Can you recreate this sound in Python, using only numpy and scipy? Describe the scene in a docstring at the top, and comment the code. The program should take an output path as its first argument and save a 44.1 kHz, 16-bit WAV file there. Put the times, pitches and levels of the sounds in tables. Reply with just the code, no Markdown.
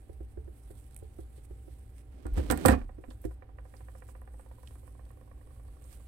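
"""A fine rustle with a few sharp crinkles in a small, humming room: fingers shape a bow of wired fabric
ribbon, its weave hissing and its creases snapping. The desk knocks dully under the arms and shudders.
A hand reaches aside and bumps something that clatters close to the microphone. An object on the desk
is left rocking from edge to edge, its ticks growing quicker and fainter."""
import sys
import numpy as np
from scipy import signal
from scipy.fft import rfft, irfft
from scipy.io import wavfile

SR = 44100
rng = np.random.default_rng(int(sys.argv[2]) if len(sys.argv) > 2 else 0)


def store_pcm(level_fs):
    """Save levels as 16-bit WAV."""
    pcm = np.round(np.clip(level_fs, -1, 1) * 32767).astype(np.int16)
    wavfile.write(sys.argv[1], SR, np.atleast_2d(pcm).T)


N = 268083
TIME_S = np.arange(N) / SR
AGE_S = np.arange(SR // 2) / SR   # time since an impact
ALIKE_BELOW_HZ, CUTOFF_HZ = 380, 15900


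def from_db(db):
    """Decibels to gain."""
    return 10 ** (np.asarray(db) / 20)


def level(rows):
    """A (s, dB) curve as a gain per sample."""
    return from_db(np.interp(TIME_S, *np.transpose(rows)))


def decay(t60_s):
    """Envelope that loses 60 dB in t60_s."""
    return np.exp(-np.log(1000) * AGE_S / t60_s)


def add(out, start_s, sound):
    """Mix a sound in at start_s."""
    at = round(start_s * SR)
    out[:, at:at + sound.shape[-1]] += sound[..., :N - at]


def low_pass(x, hz):
    """Second-order roll-off, as a soft contact gives."""
    return signal.sosfilt(signal.butter(2, min(hz, SR / 2 - 1), fs=SR, output="sos"), x)


def coloured(x, spectrum, size=4096):
    """Minimum-phase filter that follows a (Hz, dB) table."""
    hz, db = np.transpose(spectrum)
    gain = from_db(np.interp(np.log(np.fft.rfftfreq(size, 1 / SR) + 1), np.log(hz), db))
    cepstrum = irfft(np.log(gain))[:size // 2]
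    cepstrum[0] /= 2
    response = irfft(np.exp(rfft(2 * cepstrum, size)))
    return signal.fftconvolve(np.atleast_2d(x), response[None], axes=1)[:, :x.shape[-1]]


def drift(rate_hz):
    """Random curve through unit-variance knots, rate_hz of them a second."""
    knots = rng.standard_normal(N // 20)
    return np.interp(TIME_S * rate_hz, np.arange(len(knots)), knots)


def stereo_noise():
    """White noise whose long waves reach both microphone ports alike."""
    mid, side = rfft(rng.standard_normal((2, N)))
    alike = 1 / (1 + (np.fft.rfftfreq(N, 1 / SR) / ALIKE_BELOW_HZ) ** 2)
    return irfft(np.sqrt((1 + alike) / 2) * mid + np.sqrt((1 - alike) / 2) * side * [[1], [-1]], N)


def burst(t60_s):
    """Decaying noise at each port."""
    return rng.standard_normal((2, len(AGE_S))) * decay(t60_s)


def ringing(modes, spread_db):
    """Struck modes of uneven strength; the higher ones reach the left port out of phase."""
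    hz, db, t60_s = np.transpose(modes)[..., None]
    polarity = (-1) ** np.arange(len(hz))[:, None]
    envelopes = polarity * from_db(db + spread_db * rng.standard_normal(hz.shape)) * decay(t60_s)
    left_rad = rng.standard_normal(hz.shape) * np.minimum(hz / ALIKE_BELOW_HZ, np.pi)
    return np.array([(envelopes * np.sin(2 * np.pi * hz * AGE_S + rad)).sum(0) for rad in (left_rad, 0)])


# Air noise spectrum. Each row: frequency in Hz, gain in dB.
AIR_SPECTRUM = [(20, -37.5), (35, -38.5), (58, -23), (80, -34.5), (110, -30.5), (170, -53), (230, -45),
                (290, -51.5), (400, -48), (750, -58.5), (1100, -63.5), (2000, -67), (4500, -77.5),
                (8000, -85.5), (15000, -81)]
# Hum tones. Each row: frequency in Hz, level in dB.
HUM_TONES = [(59.2, -47), (290.7, -68), (349.9, -82.5), (769.8, -74)]


def room_tone(hum_db, waver_rad):
    """Steady air noise and a slightly wavering hum."""
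    hum = sum(from_db(db + hum_db) * np.sin(2 * np.pi * hz * TIME_S + waver_rad * drift(22))
              for hz, db in HUM_TONES)
    return coloured(stereo_noise(), AIR_SPECTRUM) + hum


def friction(snags_per_s, snag_db, flutter_db):
    """Threads catch on each other: a fluttering hiss with tiny separate snags."""
    snags = (rng.random(N) < snags_per_s / SR) * rng.standard_normal((2, N))
    return (stereo_noise() + from_db(snag_db) * snags) * from_db(flutter_db * drift(90))


def shifting_folds(hiss, wander_db, bands):
    """The folds keep changing shape, so each band of the hiss swells and fades on its own."""
    edges_hz = np.linspace(0, CUTOFF_HZ, bands + 1)[1:-1]
    band = np.searchsorted(edges_hz, np.fft.rfftfreq(N, 1 / SR))
    spectrum = rfft(hiss)
    return sum(irfft(spectrum * (band == k), N) * from_db(wander_db * drift(22)) for k in range(bands))


# Ribbon shifting in the hands between strokes. 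Each row: time in seconds, level in dB.
HANDLING_LEVEL = [(0, -79), (.45, -82.5), (.65, -76), (1.1, -78), (1.8, -76), (2.05, -83), (2.9, -85.5),
                  (3.3, -79), (3.45, -103), (3.8, -76), (4.28, -81), (4.65, -75.5), (5.35, -80.5),
                  (6.08, -72)]
# Finger strokes. Each row: crest time in seconds, length in seconds, level in dB.
FINGER_STROKES = [(0.135, 0.11, -75.5), (0.32, 0.072, -79), (0.586, 0.093, -72.5), (0.717, 0.062, -69),
                  (0.791, 0.071, -68), (0.884, 0.24, -74.5), (1.037, .06, -73.5), (1.204, 0.13, -70.5),
                  (1.374, 0.099, -72), (1.452, 0.036, -67.5), (1.57, 0.054, -76), (1.73, 0.15, -74),
                  (1.997, 0.086, -70), (3.122, 0.16, -74), (3.255, 0.062, -63.5), (3.331, .06, -73),
                  (3.785, 0.26, -72.5), (3.99, 0.093, -70), (4.102, 0.094, -68), (4.188, .09, -80),
                  (4.42, 0.19, -74), (4.723, 0.35, -71.5), (4.89, 0.057, -73), (5.54, .12, -73.5),
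                  (5.924, 0.17, -65.5)]
# Hiss of the weave. Each row: frequency in Hz, gain in dB.
RIBBON_SPECTRUM = [(200, -12.5), (1000, 4), (2500, 3.5), (4500, -0.5), (6500, -1), (8000, 2), (11000, 2.5),
                   (15000, 0.5)]


def ribbon_rustle(gain_db, rise_share, stroke_edge_db):
    """The weave hisses as it slides; each stroke gathers speed, crests and stops more quickly."""
    hiss = friction(snags_per_s=220, snag_db=17, flutter_db=1.68)
    weave = shifting_folds(hiss, wander_db=2, bands=10)
    power = level(HANDLING_LEVEL) ** 2
    for crest_s, length_s, db in FINGER_STROKES:
        since_s = TIME_S - crest_s
        from_crest = np.maximum(-since_s / rise_share, since_s / (1 - rise_share)) / length_s
        power += from_db(db + stroke_edge_db * np.minimum(from_crest, 10) ** 1.15) ** 2
    return from_db(gain_db) * np.sqrt(power) * coloured(weave, RIBBON_SPECTRUM)


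# Arms on the desk. Each row: start in seconds, level in dB, pitch in Hz.
DESK_KNOCKS = [(.094, -40, 347), (.205, -40, 333), (0.373, -36.5, 353), (0.478, -40, 348),
               (0.704, -42, 335), (1.023, -41.5, 360), (1.1878, -35, 335), (1.378, -49, 343),
               (1.507, -41, 356), (1.679, -45, 340), (2.254, -29.5, 295), (2.378, -25, 297),
               (2.393, -27, 337), (2.776, -34.5, 250), (2.983, -38, 302), (3.083, -38.5, 252.6),
               (3.25, -27, 319)]
# Desk top modes. Each row: nominal frequency in Hz, level in dB, t60 in seconds.
DESK_MODES = [(67.8, -4.5, 0.33), (119, -16.5, 0.17), (343, -1, 0.066), (422.2, -9, 0.13),
              (534, -11.5, 0.073), (756, -18.5, 0.091), (770, -18, 0.026), (980, -32, 0.011),
              (1497, -41, 0.044)]
# Dense ring of a knock, blow or tick. Each row: frequency in Hz, gain in dB.
RATTLE_SPECTRUM = [(100, 0), (300, 14.5), (900, 9.5), (1800, 12), (2200, 4.5), (3200, -0.5), (5000, -1),
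                   (15000, -4.5)]


def desk_knocks(gain_db, scuff_db, left_db):
    """Padded knocks ring the desk top; the load on it shifts the pitch."""
    out = np.zeros((2, N))
    strongest_hz = max(DESK_MODES, key=lambda mode: mode[1])[0]
    for start_s, db, hz in DESK_KNOCKS:
        ring = ringing(np.array(DESK_MODES) * [hz / strongest_hz, 1, 1], spread_db=2.2)
        scuff = from_db(scuff_db) * coloured(burst(0.049), RATTLE_SPECTRUM)
        add(out, start_s, from_db(db + gain_db) * low_pass(ring + scuff, 2000))
    bass = low_pass(out[0], 220)   # only the bass reaches the left port in full
    out[0] = from_db(left_db) * out[0] + (1 - from_db(left_db)) * bass
    return out


# Creases snapping, plus two faint high creaks near 3.2 s where something rubs on the desk. Each row: start in
# seconds, level in dB, pitch in Hz, t60 in seconds.
CREASE_SNAPS = [(.9455, -37.5, 9600, 0.0023), (0.9638, -32.5, 9800, 0.012), (0.964, -43, 2220, 0.013),
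                (.975, -49, 10000, .03), (0.989, -52, 9000, .042), (2.3383, -45, 13000, 0.013),
                (3.104, -46.5, 3330, .07), (3.215, -52, 13300, 0.059), (3.25, -51, 12460, .04),
                (3.766, -53.5, 4750, 0.089), (4.215, -56.5, 12100, 0.024), (4.674, -38.5, 2900, 0.019),
                (5.053, -52.5, 3970, 0.013), (5.113, -54, 12000, .02), (5.841, -47, 6000, .02),
                (5.928, -47, 5000, 0.043)]


def ribbon_crinkles(gain_db, cloth_db):
    """A crease lets go with a snap that also flicks the cloth around it; the faint high creaks near 3.2 s are
    played the same way."""
    out = np.zeros((2, N))
    for start_s, db, hz, t60_s in CREASE_SNAPS:
        snap = burst(t60_s)
        crease = signal.lfilter(*signal.iirpeak(hz, Q=3.5, fs=SR), snap)
        cloth = from_db(cloth_db) * low_pass(snap, 4500)
        add(out, start_s, from_db(db + gain_db) * (crease + cloth))
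    return out


# Brushing hand. Each row: time in seconds, level in dB.
BRUSH_LEVEL = [(2.03, -105), (2.13, -71), (2.33, -68), (2.382, -46.5), (2.42, -56.5), (2.49, -55),
               (2.565, -53.5), (2.645, -47.5), (2.72, -39.5), (2.77, -64), (2.85, -70)]
# Its hiss. Each row: frequency in Hz, gain in dB.
BRUSH_SPECTRUM = [(60, 6.5), (300, 23.5), (1000, 2.5), (3000, -2), (6000, -9), (10000, -18), (15000, -14.5)]


def hand_brush(gain_db):
    """A hand rubs past things on the desk."""
    touching = (TIME_S > BRUSH_LEVEL[0][0]) & (TIME_S < BRUSH_LEVEL[-1][0])
    hiss = friction(snags_per_s=770, snag_db=16, flutter_db=1.5)
    return from_db(gain_db) * level(BRUSH_LEVEL) * touching * coloured(hiss, BRUSH_SPECTRUM)


# Low desk vibrations. Each row: start in seconds, level in dB, pitch in Hz, t60 in seconds.
DESK_SHUDDERS = [(2.254, -32.5, 60, 0.58), (2.321, -15.5, 45.4, 0.2), (2.369, -13.5, 66.9, 0.16),
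                 (2.438, -28.5, 51.6, 0.68), (2.52, -25, 74, 0.22), (2.658, -15, 91.3, 0.24),
                 (2.69, -10, 64, 0.19), (2.815, -29.5, 35.8, 0.36), (3.256, -22.5, 60.9, 0.33)]


def desk_shudders(swell_s):
    """Heavier pushes shake the whole desk."""
    out = np.zeros((2, N))
    swell = 1 - np.exp(-AGE_S / swell_s)
    for start_s, db, hz, t60_s in DESK_SHUDDERS:
        add(out, start_s, from_db(db) * swell * decay(t60_s) * np.sin(2 * np.pi * hz * AGE_S))
    return out


# Hard blows. Each row: start in seconds, body level in dB, contact cutoff in Hz, crack level in dB.
CLATTER_BLOWS = [(2.2555, -34.5, 1570, -62), (2.266, -32, 1200, -43.5), (2.3735, -30.5, 2800, -60),
                 (2.38, -41, 2000, -42), (2.396, -33, 2000, -56.5), (2.501, -11, 4000, -27),
                 (2.5114, -23.5, 1500, -16.5), (2.521, -12.5, 1600, -23), (2.5742, -29, 3000, -32.5),
                 (2.651, -3.5, 1488, -27.5), (2.6592, -12.5, 2150, -10), (2.671, -26, 2000, -24),
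                 (2.6835, -5, 2370, -18)]
# Modes of a blow. Each row: frequency in Hz, level in dB, t60 in seconds.
CLATTER_MODES = [(127, -12, 0.038), (152.7, -22.5, 0.15), (215.6, -15, 0.22), (250, -13, 0.2),
                 (285.6, -8, 0.13), (337, -15.5, 0.13), (477.5, -11.5, 0.1), (519.6, -10.5, 0.12),
                 (718, -13.5, 0.12), (786, -13, 0.098), (992, -18, 0.11), (1166, -13, 0.061),
                 (1433, -22, 0.11), (1748, -14, 0.061), (1850, -13.5, 0.074), (2466, -21, 0.11)]
# Crack of a blow. Each row: frequency in Hz, gain in dB.
CRACK_SPECTRUM = [(2000, -3), (4500, -1), (6900, -3), (8000, 4), (8600, 5.5), (9400, -2.5), (12200, -5),
                  (13400, 7.5), (14200, -5), (15200, 2.5)]


def clatter(ring_db, rattle_db, crack_gain_db):
    """A hard thing bounces and settles: each blow is a crack and a short, dense ring."""
    out = np.zeros((2, N))
    settling = bounces(start_s=CLATTER_BLOWS[-1][0] + 0.0135, count=6)
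    for start_s, body_db, contact_hz, crack_db in [*CLATTER_BLOWS, *settling]:
        chatter = from_db(0.9 * drift(980)[:len(AGE_S)])   # surfaces touch repeatedly within a blow
        ring = from_db(ring_db) * ringing(CLATTER_MODES, spread_db=2)
        rattle = from_db(rattle_db) * coloured(chatter * burst(0.062), RATTLE_SPECTRUM)
        body = from_db(body_db) * low_pass(ring + rattle, contact_hz)
        crack = coloured(burst(0.019) + from_db(-19.5) * chatter * burst(0.11), CRACK_SPECTRUM)
        add(out, start_s, body + from_db(crack_db + crack_gain_db) * crack)
    return out


def bounces(start_s, count, gap_s=0.0095, gap_ratio=0.92, body_loss_db=0.76, crack_loss_db=7.5):
    """Settling bounces, each sooner and weaker, as rows like those of CLATTER_BLOWS."""
    for k in range(count):
        yield start_s, -16 - k * body_loss_db, 2000, -28 - k * crack_loss_db
        start_s += gap_s * gap_ratio ** k


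# Path to the far, left port. Each row: frequency in Hz, gain in dB.
SHADOW_SPECTRUM = [(130, 0), (180, 1), (300, -9), (600, -12), (2000, -6), (5000, -3.5), (8000, 0),
                   (15000, -4.5)]


def beside_right_port(x):
    """A sound close to the right port reaches the left one shadowed."""
    return np.vstack([coloured(x[0], SHADOW_SPECTRUM), x[1]])


# Rocking pace. Each row: time in seconds, full swing in seconds, near-to-far-edge delay in seconds.
SWING_PACE = [(2.8, 0.2255, 0.0784), (3.05, 0.2018, 0.0699), (3.4, 0.1639, 0.0675), (4.05, 0.1279, 0.0666),
              (4.35, 0.1171, 0.0649), (4.72, 0.1235, 0.0781), (5.3, 0.0982, 0.0623), (6.0, 0.0722, 0.0433)]
# Force of the falls. Each row: time in seconds, near edge level in dB, far edge level in dB.
FALL_LEVELS = [(2.8, -40, -41), (3.4, -43, -46.5), (4.05, -43, -44), (4.4, -47, -49.5), (4.75, -48.5, -50),
               (5.3, -51, -51.5), (6.0, -54.5, -58.5)]


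def touchdowns(start_s, end_s, uneven_db):
    """Each swing lands on the near edge, then the far one; returns (s, dB) rows."""
    pace_s, swing_s, across_s = np.transpose(SWING_PACE)
    fall_s, near_db, far_db = np.transpose(FALL_LEVELS)
    at_s, ticks = start_s, []
    while at_s < end_s:
        ticks.append((at_s, np.interp(at_s, fall_s, near_db)))
        ticks.append((at_s + np.interp(at_s, pace_s, across_s), np.interp(at_s, fall_s, far_db)))
        at_s += np.interp(at_s, pace_s, swing_s)
    return [(at_s, db + uneven_db * rng.standard_normal()) for at_s, db in ticks if at_s < end_s]


# Clack of the edge, rising as the swings shrink. Each row: time in seconds, pitch in Hz.
CLACK_PITCH = [(2.8, 747), (4.25, 767), (4.7, 1052), (5.5, 1097)]
# Modes of a tick. Each row: frequency in Hz, level in dB, t60 in seconds.
ROCKING_MODES = [(518.6, -5, 0.051), (723, -11, 0.049), (996, -12.5, 0.049), (1186, -12, 0.036),
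                 (1476, -10.5, 0.021), (1730, -11, 0.021), (1894, -8, 0.022), (2310, -17, 0.036),
                 (2434, -21.5, 0.034), (2740, -15, 0.021)]


def rocking(gain_db, clack_db, rattle_db, contact_hz, hardening, swell_s, left_db):
    """The object falls on its two edges in turn; the weaker the fall, the softer the contact."""
    out = np.zeros((2, N))
    loudest_db = np.max(np.array(FALL_LEVELS)[:, 1:])
    swell = 1 - np.exp(-AGE_S / swell_s)   # the ring spreads through the desk
    for k, (start_s, db) in enumerate(touchdowns(start_s=2.813, end_s=6.02, uneven_db=0.54)):
        clack_mode = (np.interp(start_s, *np.transpose(CLACK_PITCH)), clack_db, 0.035)
        ring = ringing([*ROCKING_MODES, clack_mode], spread_db=2.1)
        rattle = from_db(rattle_db) * coloured(burst(0.08), RATTLE_SPECTRUM)
        edge_hz = contact_hz * from_db(hardening * (db - loudest_db) - 4.5 * (k % 2))   # far edge duller
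        tick = low_pass(swell * (ring + rattle), edge_hz)
        add(out, start_s, from_db(db + gain_db) * low_pass(tick, 3500))
    return out * from_db([[left_db], [0]])


def room_reverb(x, t60_s, wet_db):
    """Furnished walls add a faint, dull tail."""
    tail = low_pass(burst(t60_s), 2200) * (1 - np.exp(-AGE_S / 0.0049))
    tail /= np.sqrt((tail ** 2).sum(1, keepdims=True))
    return x + from_db(wet_db) * signal.fftconvolve(x[1:], tail, axes=1)[:, :N]


def scene():
    """Ribbon, desk, clatter and rocking object in the humming room."""
    sources = ribbon_rustle(gain_db=2, rise_share=0.62, stroke_edge_db=-12.5)
    sources += ribbon_crinkles(gain_db=0.5, cloth_db=-14)
    sources += desk_knocks(gain_db=2.5, scuff_db=-26, left_db=-16.5)
    sources += desk_shudders(swell_s=0.02)
    sources += beside_right_port(hand_brush(gain_db=6))
    sources += beside_right_port(clatter(ring_db=-5, rattle_db=-11.5, crack_gain_db=-5.5))
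    sources += rocking(gain_db=4, clack_db=-5, rattle_db=-16, contact_hz=3210, hardening=0.52,
                       swell_s=0.0017, left_db=-8)
    return room_reverb(sources, t60_s=0.21, wet_db=-23.5) + room_tone(hum_db=-1.5, waver_rad=0.95)


# Microphone port responses. Each row: frequency in Hz, gain in dB.
LEFT_RESPONSE = [(60, 1), (200, 2), (400, -1.5), (1000, -4), (2400, -4.5), (4400, -10), (6500, -14.5),
                 (8100, -21), (9700, -7), (12000, -7.5), (15000, -5)]
RIGHT_RESPONSE = [(60, 2.5), (6800, 1.5), (7700, 8), (8600, 12), (9600, 8.5), (11500, 4), (13300, 5.5),
                  (14300, -4), (16000, -3.5)]


def record(dry):
    """Each port adds its own treble resonances; the top is cut."""
    ports = np.vstack([coloured(dry[0], LEFT_RESPONSE), coloured(dry[1], RIGHT_RESPONSE)])
    return signal.sosfilt(signal.ellip(10, 0.2, 80, CUTOFF_HZ, fs=SR, output="sos"), ports)


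dry = scene()
out = record(dry)
store_pcm(out)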